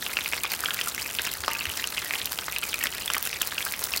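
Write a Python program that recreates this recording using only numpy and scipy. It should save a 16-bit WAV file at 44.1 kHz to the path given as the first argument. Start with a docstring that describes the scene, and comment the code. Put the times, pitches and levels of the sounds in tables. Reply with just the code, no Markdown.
"""Battered fish fries in a cast-iron pan of hot oil, heard up close in a kitchen.
From the start, countless tiny bursts merge into a sizzle over a low rumble. Steam bubbles pop as short
pitched plops, water droplets flash into sharp ticks, and both set the pan ringing. From half a second
on, the sizzle flares now and then as wet spots meet the oil. Near 1.5 s, between two soft thumps,
the biggest bubble knocks the pan; the frying carries on to the end."""
import sys
import numpy as np
from scipy import signal
from scipy.fft import rfft, irfft
from scipy.io import wavfile

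SR = 44100
rng = np.random.default_rng(int(sys.argv[2]) if len(sys.argv) > 2 else 0)


def log_audio(samples):
    """Write samples as a 16-bit WAV file to the path given in sys.argv[1]."""
    # one column per channel
    frames = np.atleast_2d(samples).T
    # limit to full scale, then quantise
    limited = np.clip(frames, -1, 1)
    pcm = np.round(limited * 32767).astype(np.int16)
    wavfile.write(sys.argv[1], SR, pcm)


N = 176400


def undb(db):
    """Decibels to gain."""
    return 10 ** (np.asarray(db) / 20)


def level(x, db):
    """Scale to an rms level."""
    return x * undb(db) / np.sqrt(np.mean(x ** 2))


def colour(x, points):
    """EQ a sound along a curve of (freq_hz, gain_db) points."""
    hz, db = np.array(points, float).T
    bins_hz = np.maximum(np.fft.rfftfreq(len(x), 1 / SR), 1)
    curve_db = np.interp(np.log(bins_hz), np.log(hz), db)
    return irfft(rfft(x) * undb(curve_db), len(x))


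def add(out, start_s, sound):
    """Mix a short sound in at a time."""
    i = int(np.clip(start_s * SR, 0, N - 1))
    out[i:i + len(sound)] += sound[:N - i]


def burst(hz, swell_ms, rise=0):
    """A few cycles that swell and die, and their envelope; rise is the relative pitch climb per swell."""
    swell_s = swell_ms / 1000
    t = np.arange(int(9 * swell_s * SR) + 2) / SR
    age = t / swell_s
    env = (age * np.exp(1 - age)) ** 2
    cycles = hz * (t - swell_s) * (1 + rise * (age - 1) / 2)
    return env * np.sin(2 * np.pi * (cycles + rng.random())), env


def tail(t60_s, delay_ms):
    """Diffuse decaying reflections of unit energy."""
    t = np.arange(N // 4) / SR
    echoes = rng.standard_normal(len(t)) * np.exp(-np.log(1000) * t / t60_s) * (t * 1000 > delay_ms)
    return echoes / np.sqrt(np.sum(echoes ** 2))


def chance_events(per_s, pool=6000):
    """Random times, each with two normal draws for pitch and strength."""
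    times, draws = rng.random(pool) * N / SR, rng.standard_normal((pool, 2))
    return np.column_stack([times, draws])[:int(per_s * N / SR)]


def sizzle_db(t):
    """How hard the oil sizzles: a slow drift around 0 dB, flaring when a wet spot meets the oil."""
    # drift of the sizzle, taken relative to its mean: time_s, level_db
    drift = [(0.0, -38.5), (0.15, -36), (0.29, -41), (0.67, -37), (0.89, -37.5), (1.58, -40), (1.99, -37.5),
             (2.57, -41), (2.68, -38), (3.1, -41), (3.89, -36), (4.0, -37.5)]
    # wet spots sputtering: peak_s
    sputters = [.52, .875, 1.77, 2.15, 2.32, 2.85, 3.26]
    flare_db, flare_s = 5, .025
    times, db = np.array(drift).T
    flares = sum(np.exp(-((t - peak_s) / flare_s) ** 2) for peak_s in sputters)
    return np.interp(t, times, db - db.mean()) + flare_db * flares


def fizz(per_s=7000, spread_db=8.5):
    """Thousands of tiny bursts along the batter merge into a hiss."""
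    # tone of the hiss: freq_hz, gain_db
    fizz_eq = [(20, -45), (60, -13), (150, -9), (400, 1.5), (800, 5.5), (1400, 6.5), (2600, -4.5),
               (4500, -1.5), (7000, -2.5), (11000, -1), (16000, -3)]
    clicks = (rng.random(N) < per_s / SR) * rng.choice([-1, 1], N)
    grains = clicks * undb(spread_db * rng.standard_normal(N))
    return level(colour(grains, fizz_eq), db=-42) * undb(sizzle_db(np.arange(N) / SR))


def rumble():
    """A low bed of noise with two soft thumps."""
    # tone of the bed: freq_hz, gain_db
    rumble_eq = [(20, -42), (35, -32), (50, -2), (62, 1), (80, -1), (110, -5), (200, -6), (400, -8),
                 (800, -13.5), (3000, -36.5)]
    # low thumps: start_s, pitch_hz, level_db, swell_ms
    thumps = [(1.392, 74, -41.5, 10.6), (1.668, 81, -35, 14)]
    out = level(colour(rng.standard_normal(N), rumble_eq), db=-49.5)
    for start_s, hz, db, swell_ms in thumps:
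        add(out, start_s, undb(db) * burst(hz, swell_ms)[0])
    return out


def bubbles(spot_count=12, slosh_samples=1600):
    """Steam bubbles around the pan: each cavity rings as its skin tears, then the oil closes over it."""
    # the louder plops: start_s, pitch_hz, level_db, swell_ms
    big_bubbles = [(0.025, 1810, -24, 0.91), (0.0645, 2780, -14.5, 0.42), (0.133, 2220, -24, 1.3),
                   (0.1692, 2680, -12, 0.96), (0.1881, 2380, -16.0, 0.76), (0.2092, 3470, -20, 0.49),
                   (0.2596, 2500, -14, 0.55), (0.324, 2300, -18.9, 0.92), (0.3338, 2320, -10, 0.41),
                   (0.3414, 2270, -18, 0.4), (0.3779, 4260, -26, 0.99), (0.378, 2130, -22.5, 1.0),
                   (0.439, 2400, -18, 1.2), (0.446, 1100, -22, 0.92), (0.4525, 2270, -19, 1.06),
                   (0.4626, 3600, -22, 0.65), (0.517, 4450, -21.5, 1.2), (0.52, 2340, -22.5, 0.97),
                   (0.5375, 2930, -22, 0.82), (0.536, 1590, -28.5, 2.8), (0.6375, 1420, -16.5, 1.07),
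                   (0.6581, 3230, -12.5, 0.9), (0.6849, 1470, -20.8, 1.27), (0.707, 3200, -11.5, 0.35),
                   (0.79, 1960, -29.5, 4.4), (0.79, 2500, -15.5, 0.51), (0.8125, 2980, -12.5, 0.59),
                   (0.872, 1260, -22.5, 1.48), (0.9422, 2900, -29, 0.63), (0.9791, 2050, -18.5, 0.81),
                   (1.0191, 4800, -21.7, 0.71), (1.06, 2330, -21, 0.83), (1.187, 3000, -12.5, 0.46),
                   (1.193, 1930, -26.5, 3.05), (1.1927, 1570, -23, 1.5), (1.2472, 2240, -21.5, 0.77),
                   (1.2655, 2840, -16.5, 0.71), (1.2734, 2570, -22, 1.15), (1.29, 4000, -24, 0.88),
                   (1.4375, 1680, -15, 0.35), (1.446, 3060, -20.5, 0.44), (1.4799, 1230, -11, 0.86),
                   (1.5118, 2090, -21, 0.61), (1.5174, 2840, -21.5, 1.16), (1.5499, 2570, -21, 1.2),
                   (1.591, 4470, -21.2, 1), (1.6082, 2710, -21, 1.2), (1.6547, 2750, -18, 0.73),
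                   (1.6677, 1980, -23, 0.67), (1.6996, 3000, -19.5, 0.67), (1.795, 1890, -21.6, 1.7),
                   (1.8245, 2330, -21.1, 0.55), (1.8412, 2900, -13.4, 0.76), (1.8734, 4140, -23, 0.8),
                   (1.9724, 3040, -18, 0.59), (1.9797, 2700, -13.5, 0.56), (1.985, 2080, -35, 4.7),
                   (2.0211, 1460, -23, 0.71), (2.056, 1880, -27, 4.1), (2.1082, 2230, -13, 0.52),
                   (2.1365, 2250, -12, 0.49), (2.155, 2930, -15.5, 0.5), (2.216, 3530, -14.5, 0.31),
                   (2.2734, 2800, -20, 0.64), (2.3886, 3080, -11.5, 0.33), (2.4819, 1310, -18.5, 0.67),
                   (2.482, 1920, -28, 2.5), (2.529, 2500, -19.4, 0.57), (2.5625, 2680, -15, 0.73),
                   (2.6305, 3030, -21, 0.95), (2.633, 2430, -21.5, 1.3), (2.7301, 3160, -17, 0.51),
                   (2.7409, 2420, -16, 1.3), (2.808, 2220, -26, 2.4), (2.809, 1890, -28, 4.3),
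                   (2.8273, 2670, -17, 0.71), (2.839, 1950, -19, 1.3), (2.8567, 1800, -14.5, 0.53),
                   (2.8697, 3220, -15.5, 0.45), (2.925, 3100, -24, 0.97), (3.0777, 3400, -15.5, 1.06),
                   (3.101, 3030, -19, 0.9), (3.1012, 1370, -17.5, 0.94), (3.1459, 2170, -12.5, 0.72),
                   (3.1522, 1910, -20, 0.44), (3.166, 1210, -18, 0.79), (3.167, 3070, -21.5, 0.71),
                   (3.2719, 2610, -19.5, 0.94), (3.329, 2530, -19, 0.66), (3.4152, 3220, -12, 0.66),
                   (3.4288, 2640, -21.5, 1.1), (3.4365, 3240, -27, 0.62), (3.5226, 1620, -18, 0.59),
                   (3.5811, 2710, -14, 0.82), (3.606, 2220, -18.5, 0.44), (3.626, 3380, -21, 1.0),
                   (3.6643, 1490, -19.5, 0.86), (3.666, 1650, -25.5, 2.6), (3.7374, 2210, -19.5, 0.86),
                   (3.826, 1550, -27, 0.58), (3.92, 5400, -21.5, 1.1), (3.9365, 2690, -16, 1.08),
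                   (3.9763, 4500, -15.5, 0.56)]
    # dull tone of the closing oil: freq_hz, gain_db
    slosh_eq = [(40, -6), (150, -6), (400, 3.5), (700, -2.5), (1500, -15.5), (5000, -79)]
    skin_eq = [(40, -15), (250, -3.5), (1500, 21.5), (5000, 18.5), (16000, -9)]
    small_hz, slosh_ms = 3415, 7
    skin = undb(-23) * colour(rng.standard_normal(2 * N), skin_eq)
    slosh = level(colour(rng.standard_normal(2 * N), slosh_eq), db=-23)
    closing = np.exp(-np.arange(slosh_samples) / SR * 1000 / slosh_ms)
    plops = list(big_bubbles)
    for start_s, pitch, strength in chance_events(per_s=260):  # small, quiet bubbles
        hz = np.clip(small_hz * 2 ** (0.68 * pitch), 1400, 9000)
        db = min(-34.5 + 9 * strength, -28)
        plops.append((start_s, hz, db, 0.707 * np.sqrt(small_hz / hz)))
    spots = np.zeros((spot_count, N))
    for k, (start_s, hz, db, swell_ms) in enumerate(plops):
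        rise = .012 * min(1, 1500 / (hz * swell_ms)) ** 2  # less in bubbles that ring long
        tone, env = burst(hz, swell_ms, rise)
        spot, i = spots[k % spot_count], int(start_s * SR)
        add(spot, start_s, undb(db) * (tone + env * skin[i:i + len(env)]))
        size_db = -9 * max(np.log2(hz / 1360), 0)  # smaller, higher bubbles slosh less
        add(spot, start_s, undb(db + size_db) * closing * slosh[i:i + slosh_samples])
    return spots


def droplets(puff_samples=384, snap_at=128):
    """Water flashes to steam: a hiss swells, snaps with a few very high cycles and sprays away."""
    # the louder ticks, before their boost: snap_s, pitch_hz, level_db
    loud_ticks = [(0.1373, 9200, -22), (0.2788, 13800, -21.5), (0.2893, 10100, -23), (0.4352, 10200, -17),
                  (0.5188, 13700, -19), (0.5348, 12600, -18.5), (0.6057, 11100, -18.5), (0.647, 11900, -23),
                  (0.7392, 13400, -21), (0.7445, 14000, -17.5), (0.875, 10700, -24), (0.8836, 9200, -20),
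                  (0.8883, 11800, -25), (0.9477, 11700, -18), (1.151, 9600, -18.5), (1.2193, 11500, -21),
                  (1.252, 8000, -19), (1.271, 10400, -24), (1.316, 14500, -20), (1.338, 11000, -18.5),
                  (1.5336, 12100, -19), (1.6024, 14500, -20.5), (1.7149, 10700, -25), (1.7733, 7050, -17.5),
                  (1.8733, 7700, -17.5), (2.0468, 11900, -21), (2.2572, 14000, -13), (2.321, 12200, -19.5),
                  (2.33, 10900, -21), (2.5238, 13400, -20.5), (2.5848, 12000, -17.5),
                  (2.6391, 11400, -19.5), (2.6905, 13300, -22.5), (2.7426, 10300, -21),
                  (2.7903, 10700, -22.5), (2.8387, 14700, -12), (2.9498, 10800, -24.5),
                  (3.0595, 10800, -19.5), (3.1206, 10200, -25), (3.136, 11900, -11), (3.1511, 12200, -17.5),
                  (3.1812, 12000, -17.5), (3.2268, 14000, -17), (3.2534, 11700, -20), (3.2668, 12300, -27),
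                  (3.2732, 13400, -19.5), (3.4186, 12300, -13.5), (3.4736, 13300, -20),
                  (3.6513, 13700, -18), (3.7229, 11200, -17), (3.7927, 14600, -18), (3.8403, 11700, -14.5),
                  (3.9623, 14200, -17), (3.9736, 11100, -15.5)]
    boost_db, snap_db = 10, -5.5
    tick_swell_ms, lead_ms, spray_ms = 0.061, 0.56, 0.71
    tones, spray, hiss = np.zeros(N), np.zeros(N), rng.standard_normal(2 * N)
    ms = (np.arange(puff_samples) - snap_at) / SR * 1000
    lead = undb(-25) * np.exp(-abs(ms) / lead_ms)  # steam escapes just before the snap
    puff = np.where(ms < 0, lead, undb(-7.5) * np.exp(-abs(ms) / spray_ms))
    ticks = [(snap_s, hz, db + boost_db, tick_swell_ms) for snap_s, hz, db in loud_ticks]
    # a fine crackle follows the sizzle; its longer ticks peak lower
    stretches = 2 ** (0.94 * abs(rng.standard_normal(N // 5)))
    for (snap_s, pitch, strength), stretch in zip(chance_events(per_s=520), stretches):
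        hz = np.clip(10700 * 2 ** (.45 * pitch), 4000, 15500)
        db = min(-30.5 + 8 * strength + sizzle_db(snap_s), -17) - 10 * np.log10(stretch)
        ticks.append((snap_s, hz, db, tick_swell_ms * stretch))
    for (snap_s, hz, db, swell_ms), polarity in zip(ticks, rng.choice([-1, 1], N)):
        spit = puff * hiss[int(snap_s * SR):][:puff_samples]
        spit[snap_at] += undb(snap_db) * polarity
        add(spray, snap_s - snap_at / SR, undb(db) * spit)
        add(tones, snap_s - swell_ms / 1000, undb(db) * burst(hz, swell_ms)[0])
    # bright tone of snap and spray: freq_hz, gain_db
    spray_eq = [(150, -22), (700, -7), (2000, -5), (5000, 0), (10000, -3), (16000, -1.5)]
    return tones + colour(spray, spray_eq)


def pan_ring(pops, boost_db=2):
    """The iron rings faintly in its own modes after each pop."""
    # modes of the pan, before the boost: pitch_hz, gain_db, t60_s
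    modes = [(468, -1, .4), (911, 1, .6), (1179, 1, .7), (1260, -9, .16), (1340, -12, .16), (1493, -13, .3),
             (1883, -4, .25), (1977, -3, .35), (2108, -6, .25), (2560, -11, .15)]
    t = np.arange(N // 4) / SR
    ring = 0
    for hz, db, t60_s in modes:
        decay = np.log(1000) / t60_s
        gain = undb(db + boost_db) * 2 * decay / SR
        ring += gain * np.exp(-decay * t) * np.cos(2 * np.pi * hz * t)
    return signal.fftconvolve(pops, ring)[:N]


def reflections(spots):
    """Early echoes off pan wall and stove, then the kitchen; each spot in the pan has its own."""
    # tone of all the echoes: freq_hz, gain_db
    echo_eq = [(150, -15.5), (400, -5.5), (700, 3), (1300, -0.5), (2400, -0.5), (3500, -5), (6000, -5),
               (10000, -15), (16000, -2)]
    wet = np.zeros(N)
    for spot in spots:
        early = undb(-5) * tail(t60_s=0.039, delay_ms=1.8)
        kitchen = undb(-12.5) * tail(t60_s=0.4, delay_ms=11)
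        wet += signal.fftconvolve(spot, early + kitchen)[:N]
    return colour(wet, echo_eq)


def knock():
    """The push that the biggest bubble gives the pan, heard only through the pan's modes."""
    out = np.zeros(N)
    add(out, start_s=1.48, sound=undb(-5) * burst(hz=1080, swell_ms=.9)[0])
    return out


def scene():
    """Mono mix: pops, pan ring and echoes over a bed of sizzle and rumble."""
    bed = fizz() + rumble()
    spots = [*bubbles(), droplets()]
    pops = sum(spots)
    return (pops + pan_ring(pops + knock()) + reflections(spots) + bed)[None]


def record(dry):
    """A steep low-pass trims the very top."""
    top_hz = 15950
    return signal.sosfilt(signal.ellip(8, .2, 70, top_hz, fs=SR, output="sos"), dry)


dry = scene()
out = record(dry)
log_audio(out)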